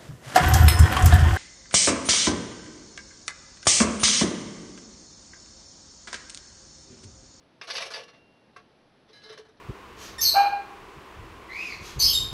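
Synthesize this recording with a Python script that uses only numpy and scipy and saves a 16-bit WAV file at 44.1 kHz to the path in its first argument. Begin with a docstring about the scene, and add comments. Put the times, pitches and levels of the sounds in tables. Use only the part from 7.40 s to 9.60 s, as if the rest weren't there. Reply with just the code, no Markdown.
"""A small, quiet room: still air, and a chrome toaster heard through one narrow-band microphone.
First two slices of toast ride up: scraping bursts of grains and hard clacks ring steel modes; crusts squeal.
During the ride a wire starts to ring on, as two slowly beating sines; then a finger taps the shell, a knock and a tick.
Last, one slice is drawn out: it rasps in short grain bursts, plucks the guard wires, knocks the slot's rim
and makes the shell hum."""
import sys
import numpy as np
from scipy import signal
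from scipy.fft import rfft, irfft
from scipy.io import wavfile
from scipy.ndimage import uniform_filter1d

SR = 44100
rng = np.random.default_rng(int(sys.argv[2]) if len(sys.argv) > 2 else 0)


def int16_out(signal):
    """Quantize to a 16-bit WAV file."""
    q = np.round(np.clip(np.atleast_2d(signal).T, -1, 1) * 32767)
    wavfile.write(sys.argv[1], SR, q.astype(np.int16))


N = 97020
T = np.arange(N) / SR  # seconds


def from_db(db):
    """Decibels to gain."""
    return 10 ** (np.asarray(db) / 20)


def unit(x):
    """Scale to an energy of one."""
    return x / np.sqrt(np.sum(x ** 2) + 1e-20)


def through(x, response):
    """Pass a sound through an impulse response."""
    return signal.fftconvolve(x, response[:N])[:N]


def colour(points, size=8192):
    """Causal, minimum-phase impulse response of a spectrum, by folding its cepstrum."""
    hz, db = np.transpose(points)
    bins = np.maximum(np.fft.rfftfreq(size, 1 / SR), 1)
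    gain = from_db(np.interp(np.log(bins), np.log(hz), db))
    cepstrum = irfft(np.log(gain))
    cepstrum[1:size // 2] *= 2
    cepstrum[size // 2 + 1:] = 0
    return irfft(np.exp(rfft(cepstrum)))


def above(x, hz):
    """Second-order high-pass."""
    return signal.sosfilt(signal.butter(2, hz, "high", fs=SR, output="sos"), x)


def below(x, hz, order):
    """Low-pass of the given order."""
    return signal.sosfilt(signal.butter(order, hz, fs=SR, output="sos"), x)


def envelope(start, hold, fade, attack=0.0005):
    """Quick attack, hold, exponential release; all in seconds."""
    release = np.exp(-np.maximum(T - start - hold, 0) / max(fade, 1e-4))
    return np.clip((T - start) / attack, 0, 1) * release


def ring(modes, start=0):
    """Decaying sines set off at one moment."""
    t = np.maximum(T - start, 0)
    return sum(from_db(db - 60 * t / t60) * np.sin(2 * np.pi * hz * t) for hz, db, t60 in modes)


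GRAINS_PER_S, GRAIN_SPREAD_DB = 2400, 4


def grains(rate, size=400):
    """Tiny fractures and slips of uneven size, at a steady mean level."""
    sizes = from_db(GRAIN_SPREAD_DB * np.minimum(rng.exponential(1, N), 4))
    clicks = (rng.random(N) < rate / SR) * rng.choice([-1, 1], N) * sizes
    local_power = np.maximum(uniform_filter1d(clicks ** 2, size), 0)
    return clicks / np.sqrt(local_power + 0.00081)


# modes of the steel shell: (pitch_hz, level_db, t60_s), levels relative
SHELL_MODES = [(440.4, -6, 0.4), (486, -5, 0.33), (543.4, -7.5, 0.27), (674, -10, 0.4), (1012, -16, .25),
               (1069, -6.5, 0.13), (1132, -7, 0.21), (1715, -10.5, 0.41), (2333, -6.5, 0.32),
               (2392, -8, 0.21), (3606, -12, 0.31), (3730, -8.5, 0.22), (4310, -5.5, 0.19),
               (5690, -7.5, .14)]
SHELL_LOW_HZ, RASP_DB = 400, 2
BRIGHT_ABOVE_HZ, CRACKLE_ABOVE_HZ, CRACKLES_PER_S = 2820, 5870, 550


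def scrape(catches, spectrum, shell_db, paths):
    """Each catch is a burst of grains; the contact moves from point to point, and all of them ring the shell."""
    crumbs = above(above(grains(CRACKLES_PER_S), CRACKLE_ABOVE_HZ), CRACKLE_ABOVE_HZ)
    dull = below(grains(GRAINS_PER_S), BRIGHT_ABOVE_HZ, 2)
    sharp = above(grains(GRAINS_PER_S), BRIGHT_ABOVE_HZ)
    forces = []
    for start, db, hold, fade, bright_db, crackle_db in catches:
        texture = dull + from_db(bright_db) * sharp + from_db(crackle_db) * crumbs
        forces.append(from_db(db) * envelope(start, hold, fade) * texture)
    # successive catches take the paths in turn
    rasp = sum(through(sum(forces[k::len(paths)]), way) for k, way in enumerate(paths))
    shell = unit(above(above(ring(SHELL_MODES), SHELL_LOW_HZ), SHELL_LOW_HZ))
    direct = from_db(RASP_DB) * through(rasp, colour(spectrum))
    return direct + from_db(shell_db) * through(sum(forces), shell)


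# carriage and crusts catch on the way up, levels relative:
# (start_s, level_db, hold_s, fade_time_constant_s, brightness_db, crumb_crackle_db)
RISE_CATCHES = [(.2132, -43, .006, 0.0076, -9, -38.5), (.234, -46, 0.01, 0.008, -8, 5.5),
                (.2715, -44, 0.0048, 0.0021, 2.5, -13), (.277, -38, 0.017, 0.018, -4, 2.5),
                (.3005, -40, 0.009, 0.011, 9.5, -6), (.333, -40, 0.017, 0.0046, -3, 9.5),
                (.357, -35.5, 0.018, 0.0054, 6, 3), (.380, -34, 0.0055, 0.0017, 3.5, -2),
                (.403, -34, 0.0094, 0.006, 0.5, 2), (.420, -33, 0.0059, 0.013, 0, 4),
                (.4545, -36.5, 0.0096, 0.015, -15, 4.5), (.504, -37.5, 0.0099, 0.021, -4, 6),
                (.537, -38, 0.031, 0.029, -5, 2), (.594, -46, 0.011, 0.0077, -10, -6),
                (.631, -49.5, 0.0071, 0.0029, 2, 7), (.680, -49, 0.0086, 0.0098, -3.5, -6),
                (.733, -56, 0.0092, 0.034, -8, -9)]
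# spectrum of the rising scrape: (frequency_hz, relative_level_db)
RISE_SPECTRUM = [(30, -55), (120, -23.5), (370, -12), (435, -1), (620, 3.5), (870, -2.5), (1150, 2.5),
                 (1500, -1), (2700, 1.5), (4400, 3.5), (5400, 1), (6500, -0.5), (11000, -1.5)]


def rise(paths):
    """Carriage and crusts scrape up the slots in bursts and shake the shell."""
    return scrape(RISE_CATCHES, RISE_SPECTRUM, -9.5, paths)


# carriage and crust knock the guides, later the slot's rim:
# (start_s, clack_db, panel_ring_db), levels relative
HARD_KNOCKS = [(0.2131, -31, -41.5), (0.3021, -28, -42), (0.3527, -26.5, -44), (0.3817, -28.5, -38.5),
               (0.4193, -30, -44), (0.5377, -33.5, -47.5), (1.977, -44, -49)]
# spectrum of a clack: (frequency_hz, relative_level_db)
KNOCK_SPECTRUM = [(100, -32), (370, -23), (480, -6.5), (850, -12), (1250, 0.5), (2600, 3.5), (4300, 3),
                  (6000, -2), (7500, -5), (11000, -11.5)]
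# modes of the top panel, also rung by the finger: (pitch_hz, level_db, t60_s), levels relative
PANEL_MODES = [(441, -16.5, 0.25), (543, -11, 0.042), (720, -18, 0.24), (1091, -8, 0.11),
               (1128, -7.5, 0.15), (1590, -8.5, 0.1), (1616, -14, 0.051), (2444, -24, .17),
               (2710, -20, 0.19)]
KNOCK_S = 0.0027  # both hold and fade time constant


def knocks(way):
    """Short, hard clacks of noise that also ring the top panel."""
    bursts = sum(from_db(db) * envelope(s, KNOCK_S, KNOCK_S, attack=0.00032) for s, db, _ in HARD_KNOCKS)
    force = bursts * rng.choice([-1, 1], N)
    panel = sum(from_db(db) * ring(PANEL_MODES, s) for s, _, db in HARD_KNOCKS)
    return through(through(force, colour(KNOCK_SPECTRUM)), way) + above(panel, SHELL_LOW_HZ)


# the crust sticks and slips on a guard wire: (start_s, level_db, length_s, mean_pitch_hz)
WIRE_SQUEALS = [(.3015, -35, 0.016, 4740), (0.353, -32, 0.0066, 4650), (0.375, -55, .005, 4270),
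                (0.5385, -35, 0.0095, 4680), (0.535, -39.5, 0.011, 4850)]


def squeals(fade_s, waver_hz, size=150):
    """Stick and slip of crust on wire gives short whistles of unsteady pitch."""
    out = 0
    for start, db, length, hz in WIRE_SQUEALS:
        waver = np.sqrt(size) * uniform_filter1d(rng.standard_normal(N), size)
        phase = 2 * np.pi * np.cumsum(hz + waver_hz * waver) / SR
        out = out + from_db(db) * envelope(start, length, fade_s) * np.sin(phase)
    return out


SPRING_HZ, SPRING_S, SPRING_DB, SPRING_T60_S = 2763, .38, -55, 2.14
SPRING_SPLIT_HZ, SPRING_TWIN_DB = 1.16, -8


def spring():
    """A plucked wire swings in two planes at nearly the same pitch; the slow beat holds up its ring at first."""
    first = ring([(SPRING_HZ, SPRING_DB, SPRING_T60_S)], SPRING_S)
    twin = ring([(SPRING_HZ + SPRING_SPLIT_HZ, SPRING_DB + SPRING_TWIN_DB, SPRING_T60_S)], SPRING_S)
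    return first - twin


# the slice drags out of its slot, levels relative:
# (start_s, level_db, hold_s, fade_time_constant_s, brightness_db, crumb_crackle_db)
PULL_CATCHES = [(1.684, -60.5, 0.012, .02, 4.5, -16), (1.729, -60.5, 0.041, 0.042, 5.5, 9),
                (1.818, -54.5, .012, 0.0075, 2, -6), (1.834, -57, 0.049, 0.012, 3, 8),
                (1.891, -49, 0.022, 0.0062, 0.5, -9), (1.924, -47, 0.0062, 0.0094, 4, 8),
                (1.973, -48, 0.016, 0.0074, -5.5, 9), (2.052, -57, .005, 0.013, -13, 4),
                (2.085, -59.5, 0.0071, 0.0037, -9.5, 9.5), (2.172, -66.5, 0.0026, 0.0035, 11, -4)]
# spectrum of the drawn-out scrape: (frequency_hz, relative_level_db)
PULL_SPECTRUM = [(30, -27), (120, -20.5), (300, 1), (550, 5.5), (850, -0.5), (1150, 4), (1800, 3),
                 (2500, -6), (3300, 0.5), (4000, 5), (5000, -3), (6500, -5.5), (11000, -6)]


def pull(paths):
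    """One slice rasps out of its slot in bursts and shakes the shell."""
    return scrape(PULL_CATCHES, PULL_SPECTRUM, -17, paths)


# the slice leans on the shell: (start_s, level_db, length_s); length is both swell and hold
SHELL_LEANS = [(1.691, -55, 0.013), (1.838, -50.5, 0.028), (1.892, -42, 0.015), (1.987, -42.5, 0.0083),
               (2.082, -56, 0.0083)]
HUM_HZ, HUM_T60_S = 436, .19


def shell_hum():
    """A low shell mode swells while the slice leans on it, then dies away; leans add in power."""
    fade = HUM_T60_S / np.log(1000)
    power = sum((from_db(db) * envelope(s, length, fade, length)) ** 2 for s, db, length in SHELL_LEANS)
    return np.sqrt(power) * np.sin(2 * np.pi * HUM_HZ * T)


# the crust plucks a guard wire: (start_s, level_db), relative
WIRE_PLUCKS = [(1.729, -53.5), (1.756, -56.5), (1.835, -48), (1.893, -48.5)]
# modes of a guard wire: (pitch_hz, mean_level_db, t60_s), levels relative
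WIRE_MODES = [(1665, -10, 0.7), (2114, -9, 0.48), (3030, -11, 0.54), (3760, -7, 0.21), (3840, -9, 0.14),
              (4040, -1, 0.17), (4820, -8.5, 0.26), (5315, -4.5, 0.11), (6280, -5, 0.079),
              (9330, -1, 0.093), (11100, -6, .11)]
PLUCK_RISE_S = 0.0048


def guard_wire():
    """Each pluck rings the wire's modes with new strengths."""
    out = 0
    for start, db in WIRE_PLUCKS:
        modes = [(hz, db + mode_db + rng.normal(0, 0.93), t60) for hz, mode_db, t60 in WIRE_MODES]
        out = out + ring(modes, start) * np.clip((T - start) / PLUCK_RISE_S, 0, 1)
    return out


# spectrum of the nail's tick: (frequency_hz, relative_level_db)
TAP_SPECTRUM = [(100, -11), (500, -1), (870, -8), (1400, 6.5), (2200, -1.5), (2900, -3.5), (3800, -2.5),
                (6500, -8.5), (11000, -3.5)]
TAP_S, TAP_DB, TAP_TICK_DB, TAP_SOFT_S = 1.1615, -36.5, -44, 0.0044


def finger_tap(way):
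    """A soft fingertip rings the top panel with a slowed onset; the nail adds a tick of grains."""
    knock = from_db(TAP_DB) * ring(PANEL_MODES, TAP_S) * np.clip((T - TAP_S) / TAP_SOFT_S, 0, 1)
    tick = from_db(TAP_TICK_DB) * envelope(TAP_S, 0.0048, 0.0071) * grains(GRAINS_PER_S)
    return knock + through(through(tick, unit(colour(TAP_SPECTRUM))), way)


CASE_T60_S, CASE_DB = 0.054, -1
ROOM_T60_S, ROOM_DB, WALL_CUT_HZ = 0.17, -1, 6040


def echoes(t60):
    """Dense dying reflections with an even spectrum."""
    white = irfft(np.exp(2j * np.pi * rng.random(N // 2 + 1)), N)
    return unit(white * from_db(-60 * T / t60))


def room_echoes():
    """The room's reflections have lost some treble."""
    return unit(below(echoes(ROOM_T60_S), WALL_CUT_HZ, 1))


def path(room):
    """From one point of contact to the microphone: direct, around the steel case, and through the room."""
    case = from_db(CASE_DB) * echoes(CASE_T60_S)
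    return unit(signal.unit_impulse(N) + case + from_db(ROOM_DB) * room)


# spectrum of the still air: (frequency_hz, relative_level_db)
AIR_SPECTRUM = [(20, 10), (40, -54), (60, -2.5), (95, -5.5), (120, 2.5), (160, 0), (230, 2), (400, -1.5),
                (700, -3), (1200, -8.5), (2500, -13), (4200, -14.5), (6300, -21), (11000, -13)]


def still_air():
    """The quiet room's background is steady noise, strongest in the bass."""
    return from_db(-60) * through(rng.standard_normal(N), unit(colour(AIR_SPECTRUM)))


def scene(count=4):
    """All the toaster's sounds in the room, over still air."""
    paths = [path(room_echoes()) for _ in range(count)]
    rise_and_knocks = rise(paths) + knocks(paths[0])
    pull_and_hum = pull(paths) + shell_hum()
    wires = squeals(fade_s=0.01, waver_hz=80) + guard_wire()
    wires = wires + from_db(-8.5) * through(wires, room_echoes())
    return (rise_and_knocks + pull_and_hum + wires + finger_tap(paths[1]) + spring() + still_air())[None]


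# the microphone's broad response, before its cuts and nulls: (frequency_hz, gain_db)
MICROPHONE_RESPONSE = [(20, 5), (5800, 0), (6450, -2.5), (7100, -8), (9300, -10.5), (11000, -10),
                       (11800, -33)]
LOW_CUT_HZ, CUTOFF_HZ, NULL_WIDTH_HZ = 44, 11800, 1330


def record(dry):
    """The microphone's treble drops above 6.5 kHz, with three nulls, and ends in a steep cut."""
    x = through(above(dry[0], LOW_CUT_HZ), colour(MICROPHONE_RESPONSE))
    for null_hz in (6980, 8460, 10020):
        x = signal.lfilter(*signal.iirnotch(null_hz, null_hz / NULL_WIDTH_HZ, fs=SR), x)
    steep_cut = signal.ellip(10, .2, 80, CUTOFF_HZ, fs=SR, output="sos")
    return signal.sosfilt(steep_cut, x)[None]


dry = scene()
out = record(dry)
int16_out(out)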